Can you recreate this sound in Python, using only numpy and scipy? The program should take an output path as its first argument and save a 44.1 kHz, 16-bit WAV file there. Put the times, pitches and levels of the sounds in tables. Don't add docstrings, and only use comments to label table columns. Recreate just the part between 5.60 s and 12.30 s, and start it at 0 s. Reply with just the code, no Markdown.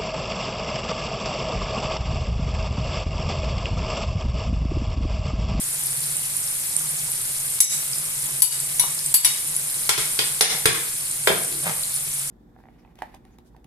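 import sys
import numpy as np
from scipy import signal
from scipy.fft import rfft, irfft
from scipy.io import wavfile
from scipy.ndimage import uniform_filter1d, minimum_filter1d

SR = 44100
rng = np.random.default_rng(int(sys.argv[2]) if len(sys.argv) > 2 else 0)


def materialize(psi):
    bounded = np.clip(np.atleast_2d(psi).T, -1, 1)
    quanta = np.round(bounded * 32767).astype(np.int16)
    wavfile.write(sys.argv[1], SR, quanta)


N = 295470
T = np.arange(N) / SR
BLOW_T = T[:SR // 5]
FREQS = np.fft.rfftfreq(N, 1 / SR)
TOP_HZ = 14300
BUBBLE_PAN_DB, SPOON_PAN_DB = 5.5, 1


def amp(db):
    return 10 ** (np.asarray(db) / 20)


def unit(x):
    return x / np.sqrt(np.mean(x ** 2))


def along(points, hz):
    f, value = np.transpose(points)
    return np.interp(np.log(hz + 1), np.log(f), value)


def colour(x, points):
    f = np.fft.rfftfreq(x.shape[-1], 1 / SR)
    return unit(irfft(rfft(x) * amp(along(points, f)), x.shape[-1]))


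def resonate(x, hz, width_hz):
    f = np.fft.rfftfreq(x.shape[-1], 1 / SR)
    return unit(irfft(rfft(x) / (1 + ((f - hz) / width_hz * 2) ** 2), x.shape[-1]))


def fade(t, t60):
    return amp(-60 * t / t60)


def sides(pan_db):
    return amp(np.array([[pan_db], [-pan_db]]) / 2)


def lag_left(x, lag_ms):
    turns = np.minimum(np.fft.rfftfreq(len(x), 1 / SR) * lag_ms / 1000, 1)
    left = irfft(rfft(x) * np.exp(-2j * np.pi * turns), len(x))
    return np.array([left, x])


def add(out, start_s, sound):
    i = int(start_s * SR)
    out[:, i:i + sound.shape[-1]] += sound[:, :N - i]


# freq_hz, side_minus_mid_db
DIFFUSE_WIDTH = [(25, -15), (70, 5), (200, -11.5), (500, -2.5), (1000, -0.5), (6300, 6), (7600, -6),
                 (10500, -2.5), (12000, 1.5)]
def diffuse(size):
    mid, side = rfft(rng.standard_normal((2, size)))
    width = amp(along(DIFFUSE_WIDTH, np.fft.rfftfreq(size, 1 / SR)))
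    return (mid + np.array([[1], [-1]]) * width * side) / np.hypot(1, width)


# freq_hz, t60_s
ROOM_DECAY = [(150, 0.4), (600, 0.48), (2500, 0.48), (6000, 0.44), (12000, 0.22)]
def kitchen(x, wet_db):
    t = T[:SR * 2 // 3]
    f = np.fft.rfftfreq(len(t), 1 / SR)
    noise, tail = diffuse(len(t)), 0
    for band_hz, t60 in ROOM_DECAY:
        band = along([(hz, hz == band_hz) for hz, _ in ROOM_DECAY], f)
        tail = tail + irfft(noise * band, len(t)) * fade(t, t60)
    attack = 1 - np.exp(-t / 0.000053)
    tail = unit(tail * attack) / np.sqrt(len(t))
    return x + amp(wet_db) * signal.fftconvolve(x, tail, axes=1)[:, :N]


# freq_hz, gain_db
FLAME_EQ = [(20, 7), (45, 9), (100, 2), (220, -6.5), (500, -5.5), (1000, -31.5), (2200, 6.5), (5000, -68)]
# pitch_hz, width_hz, level_db
HOB_MODES = [(98, 14, -63), (124, 9, -59), (139.6, 8, -50.5), (153.5, 6, -53), (193, 6, -65)]
def flame(rush_db=-50, hum_apart_db=-22):
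    rush = colour(irfft(diffuse(N), N), FLAME_EQ)
    drive = rng.standard_normal(N) + amp(hum_apart_db) * rng.standard_normal((2, N))
    hum = sum(amp(db) * resonate(drive, hz, width_hz) for hz, width_hz, db in HOB_MODES)
    return amp(rush_db) * rush + hum


def frying_db(start_db=-25.5, cooling_db_per_s=0.0955, flare_db=2, flare_s=4.48, half_width_s=0.34):
    flare = np.exp(-((T - flare_s) / half_width_s) ** 2)
    return start_db - cooling_db_per_s * T + flare_db * flare


# freq_hz, gain_db
SIZZLE_EQ = [(300, -19.5), (900, -16.5), (1700, -13.5), (2400, -11.5), (3000, -14), (4500, -12.5),
             (6500, -10.5), (8000, -4.5), (9000, 1.5), (11000, -2), (12300, -6), (14000, -14)]
def sizzle(per_band_per_s=900, spread_db=2, spurt_db=3, spurts_per_s=70, wash_db=1):
    pitches, step_hz = np.linspace(0, TOP_HZ, 11, retstep=True)
    spectrum = 0
    for hz in pitches:
        when, size, sign = rng.random((int(per_band_per_s * N / SR), 3)).T
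        spurts = rng.standard_normal(int(spurts_per_s * N / SR))
        burst_db = spread_db * np.minimum(-np.log(1 - size), 4.1)
        burst_db += spurt_db * spurts[(when * len(spurts)).astype(int)]
        bursts = np.bincount((when * N).astype(int), amp(burst_db) * np.sign(sign - .5), N)
        band = np.sqrt(np.maximum(1 - abs(FREQS - hz) / step_hz, 0))
        spectrum = spectrum + rfft(bursts) * band
    direct = lag_left(colour(irfft(spectrum, N), SIZZLE_EQ), lag_ms=0.23)
    wash = colour(irfft(diffuse(N) * (FREQS < TOP_HZ), N), SIZZLE_EQ)
    return unit(direct + amp(wash_db) * wash) * amp(frying_db())


def crackle(per_s=49, faintest_db=-34.5, spread_db=3.5, low_hz=3300, high_hz=7500, cycles=5.9, glide=.1):
    out, t = np.zeros((2, N)), T[:400]
    for when, pitch, size, side in rng.random((int(per_s * N / SR), 4)):
        hz = low_hz * (high_hz / low_hz) ** pitch
        t60 = cycles / hz
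        chirp = np.sin(2 * np.pi * hz * t * (1 + glide * t / t60 / 2)) * fade(t, t60)
        db = faintest_db + spread_db * min(-np.log(1 - size), 3.3)
        position = sides(BUBBLE_PAN_DB * (2 * side - 1))
        add(out, when * N / SR, lag_left(chirp, lag_ms=0.14) * position * amp(db))
    return kitchen(out, wet_db=-6.5)


def faint_pops(per_s=2.4, top_hz=10600, range_octaves=0.99, top_db=-24, db_per_octave=8, scatter_db=10):
    when, depth, size = rng.random((int(per_s * N / SR), 3)).T
    octaves_down = range_octaves * depth
    db = top_db - db_per_octave * octaves_down + scatter_db * (2 * size - 1)
    return list(zip(when * N / SR, db, top_hz / 2 ** octaves_down))


# start_s, level_db, pitch_hz
TIMED_POPS = [(.2368, -11.5, 9100), (.3002, -25, 9460), (.44, -22, 5200), (.5237, -15, 9200),
              (.568, -10.5, 9000), (.7668, -8, 10000), (.803, -21, 9050), (.875, -21, 5350),
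              (1.1654, -3.5, 8900), (1.205, -23, 6450), (1.518, -11, 9850), (2.333, -14, 5100),
              (2.383, -12.5, 9400), (2.623, -14, 9000), (2.658, -18, 10200), (3.002, -10, 8400),
              (3.391, -20, 5200), (3.4617, -8, 8700), (3.9651, -4, 10260), (4.535, -13.5, 9950),
              (5.512, -11.5, 9000), (5.848, -11.5, 9100), (5.88, -15, 8700), (6.235, -17, 4200),
              (6.341, -12.5, 9900), (6.362, -16, 8800)]
def pops(rise_s=.00035, spatter_db=-17):
    out, t = np.zeros((2, N)), T[:1024]
    envelope = t / rise_s * np.exp(1 - t / rise_s)
    for start_s, db, hz in list(TIMED_POPS) + faint_pops():
        spatter = resonate(rng.standard_normal(len(t)), hz, 0.39 * hz) * fade(t, t60=0.038)
        snap = np.sin(2 * np.pi * hz * t) * envelope + amp(spatter_db) * spatter
        position = sides(BUBBLE_PAN_DB * rng.standard_normal())
        add(out, start_s, lag_left(snap, lag_ms=0.12) * position * amp(db))
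    return kitchen(out, wet_db=-5)


def slips(size, grain_db=4):
    return rng.standard_normal(size) * amp(grain_db * rng.exponential(size=size))


# peak_s, half_length_s, pitch_hz,
# level_db
FOOD_SLIDES = [(1.06, 0.032, 2500, -55), (1.25, 0.031, 1100, -45), (1.644, 0.052, 1510, -47),
               (3.255, 0.075, 1010, -39), (5.942, 0.13, 342, -44)]
def squelches():
    out = np.zeros((2, N))
    for peak_s, half_s, hz, db in FOOD_SLIDES:
        swell = np.hanning(int(2 * half_s * SR))
        squelch = resonate(slips(len(swell)), hz, 0.53 * hz) * swell
        add(out, peak_s - half_s, lag_left(squelch, lag_ms=0.23) * amp(db))
    return kitchen(out, wet_db=-7)


# freq_hz, gain_db
DRAG_EQ = [(70, -19), (160, 11), (290, -19.5), (430, 0.5), (560, 0), (730, 6.5), (900, 0), (1200, -0.5),
           (2100, -0.5), (3000, -7.5), (6000, -14)]
# peak_s, half_length_s, level_db
DRAG_STROKES = [(4.384, 0.076, -44), (4.93, .06, -37), (6.082, 0.064, -27)]
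def drags():
    out = np.zeros((2, N))
    for peak_s, half_s, db in DRAG_STROKES:
        swell = np.hanning(int(2 * half_s * SR))
        drag = colour(slips(SR)[:len(swell)], DRAG_EQ) * swell
        add(out, peak_s - half_s, lag_left(drag, lag_ms=0.2) * amp(db))
    return kitchen(out, wet_db=-5)


def crack(eq, t60, apart_db=0):
    shared = lag_left(rng.standard_normal(len(BLOW_T)), lag_ms=0.18)
    apart = amp(apart_db) * rng.standard_normal((2, len(BLOW_T)))
    return colour(shared + apart, eq) * fade(BLOW_T, t60)


def ring(modes, scale=1, detune=0.0075, apart_db=-6, lag_ms=0.17, partials=5, rise_s=0.00014):
    out = 0
    for hz, db, t60 in modes:
        pitches = hz * scale * (1 + detune * rng.uniform(-0.96, 1, (partials, 1)))
        gains = rng.standard_normal(partials) + amp(apart_db) * rng.standard_normal((2, partials))
        turns = pitches * BLOW_T
        lag_turns = min(hz * lag_ms / 1000, 1)
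        left = gains[0] @ np.sin(2 * np.pi * (turns - lag_turns))
        right = gains[1] @ np.sin(2 * np.pi * turns)
        decay = fade(BLOW_T, t60)
        sine_rms = np.sqrt(np.mean(decay ** 2) / 2)
        out = out + amp(db) * unit(np.array([left, right]) * decay) * sine_rms
    return out * (1 - np.exp(-BLOW_T / rise_s))


# freq_hz, gain_db
TICK_EQ = [(300, -48), (1500, -17), (4000, -4.5), (6500, 1.5), (8000, 5), (11000, 5.5), (12500, -4),
           (15000, 4)]
# freq_hz, gain_db
CLACK_EQ = [(300, -16), (600, -19), (850, 0), (1200, -2), (1700, 1.5), (2300, 2), (3000, 1), (3700, 4),
            (4500, -0.5), (5400, 4), (7000, -6.5), (12000, -44)]
# ratio_to_top_pitch, level_db, t60_s
SPOON_MODES = [(.38, -10.5, 0.015), (.57, -2.5, 0.017), (1, 3, .05)]
# pitch_hz, floor_db, rim_db, wall_db, t60_s
BOWL_MODES = [(984, -15, -38, -13, 0.033), (2253, -28, -19, -12.5, 0.066), (2927, -16, -29, -13, 0.076),
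              (3768, -12, -8.5, -4, 0.045), (4540, -2.5, -9, -11, 0.036), (5720, -35, -4, -9.5, 0.044),
              (6510, -21, -3, -10.5, .04), (7670, -3, 2, -18, .03), (7790, 2, 4.5, -5, 0.047),
              (8400, 6, -5, -18, 0.017), (8900, -3, -3, -7, 0.04), (9940, 3.5, -5, -1, 0.096),
              (10900, 4.5, 1, -12, 0.11), (10860, 0.5, 6, -1, 0.056), (11260, 5.5, -5, -3.5, 0.095),
              (12180, -1, -8, -14, 0.08), (12700, -1, -10, -18, .04), (13280, -5, -5, -7, 0.07)]
# start_s, tick_db, clack_db, bowl_db, place, spoon_db, spoon_pitch_hz
BOWL_HITS = [(1.989, -26, -36, -37, "rim", -35, 10600), (2.0036, 4.5, -15.5, -1, "rim", -27, 9800),
             (2.016, -20, -40, -25, "rim", -30, 9850), (2.8202, -3.5, -20.5, -8, "floor", -24, 10400),
             (3.196, -15, -24.5, -16, "wall", -9, 10440), (3.541, -1.5, -14.5, -5.5, "floor", -16, 9800),
             (3.551, -12, -32, -14, "floor", -28, 10900), (3.6473, -12.5, -15.5, -10.5, "wall", -9.5, 9960)]
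def clinks(chatter_s=.0025, chatter_db=-4):
    out = np.zeros((2, N))
    for start_s, tick_db, clack_db, bowl_db, place, spoon_db, spoon_hz in BOWL_HITS:
        contact = amp(tick_db) * crack(TICK_EQ, t60=0.026) + amp(clack_db) * crack(CLACK_EQ, t60=0.05)
        column = ("floor", "rim", "wall").index(place)
        modes = [(hz, levels[column], t60) for hz, *levels, t60 in BOWL_MODES]
        bowl = amp(bowl_db) * ring(modes, detune=0.0135)
        spoon = amp(spoon_db) * ring(SPOON_MODES, spoon_hz)
        add(out, start_s, contact + bowl + spoon)
        add(out, start_s + chatter_s, amp(tick_db + chatter_db) * crack(TICK_EQ, t60=0.034))
    return kitchen(out * sides(SPOON_PAN_DB), wet_db=-1)


# freq_hz, gain_db
THUD_EQ = [(50, -35), (85, -23), (140, 0), (205, -9.5), (280, -17), (395, 4.5), (520, -6.5), (700, -5.5),
           (1400, -17.5), (3000, -32), (6000, -45)]
# pitch_hz, level_db, t60_s
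PAN_MODES = [(130, -13, .16), (205, -14, .08), (351, -8, .08), (395, -8, .06), (432, -4, .09),
             (540, -14, .05), (640, -11, .06), (751, -11, .06), (906, -16, .06), (1580, -11, .06)]
# start_s, tick_db, clack_db, cutoff_hz, thud_db, ring_db, spoon_db, spoon_pitch_hz
PAN_HITS = [(4.292, -5, -4, 7500, -34, -25, -14, 10700), (4.377, -25, -19, 4540, -42, -29, -32, 11000),
            (4.5901, -18, -11.5, 5170, -30, -28.5, -34, 10800),
            (4.8093, -4, -1, 7500, -20.5, -20, -5.5, 9780), (5.056, -8, -5, 3870, -18, -18.5, -7.5, 9350),
            (5.673, -15.5, -9, 3300, -17, -19, -27, 8700), (5.703, -36, -37, 1000, -17.5, -24, -40, 9100)]
def knocks(muffle_db_per_octave=20):
    out = np.zeros((2, N))
    for start_s, tick_db, clack_db, cutoff_hz, thud_db, ring_db, spoon_db, spoon_hz in PAN_HITS:
        muffled_eq = [(hz, db - muffle_db_per_octave * max(np.log2(hz / cutoff_hz), 0))
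                      for hz, db in CLACK_EQ]
        thud = amp(thud_db) * crack(THUD_EQ, t60=0.064, apart_db=-9)
        pan = amp(clack_db) * crack(muffled_eq, t60=0.035) + amp(ring_db) * ring(PAN_MODES)
        spoon = amp(tick_db) * crack(TICK_EQ, t60=0.077) + amp(spoon_db) * ring(SPOON_MODES, spoon_hz)
        add(out, start_s, thud + pan + spoon)
    return kitchen(out * sides(SPOON_PAN_DB), wet_db=0)


def scene():
    bed = sizzle() + crackle() + flame()
    return bed + clinks() + knocks() + drags() + squelches() + pops()


# freq_hz, left_minus_right_db
PORT_EQ = [(300, 1), (1000, -0.5), (2200, 2), (3000, 0.5), (7100, -0.5), (8600, -6), (9300, -9.5),
           (10000, 4.5), (10700, 7.5), (11500, 12.5), (13000, 4), (14400, 4)]
def record(dry, ceiling=1.38, hold_s=0.095, lookahead_s=.008):
    balance = amp(np.array([[1], [-1]]) * along(PORT_EQ, FREQS) / 2)
    balance /= np.sqrt(np.mean(balance ** 2, axis=0))
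    heard = irfft(rfft(dry) * balance, N)
    duck_db = -20 * np.log10(np.maximum(abs(heard).max(axis=0) / ceiling, 1))
    hold, ahead = int(hold_s * SR), int(lookahead_s * SR)
    held_db = minimum_filter1d(duck_db, hold, origin=(hold - 1) // 2)
    gain_db = uniform_filter1d(np.roll(held_db, -ahead), ahead)
    limited = np.clip(heard * amp(gain_db), -1, 1)
    lowpass = signal.ellip(12, .2, 60, TOP_HZ, fs=SR, output="sos")
    return signal.sosfilt(lowpass, limited)


dry = scene()
out = record(dry)
materialize(out)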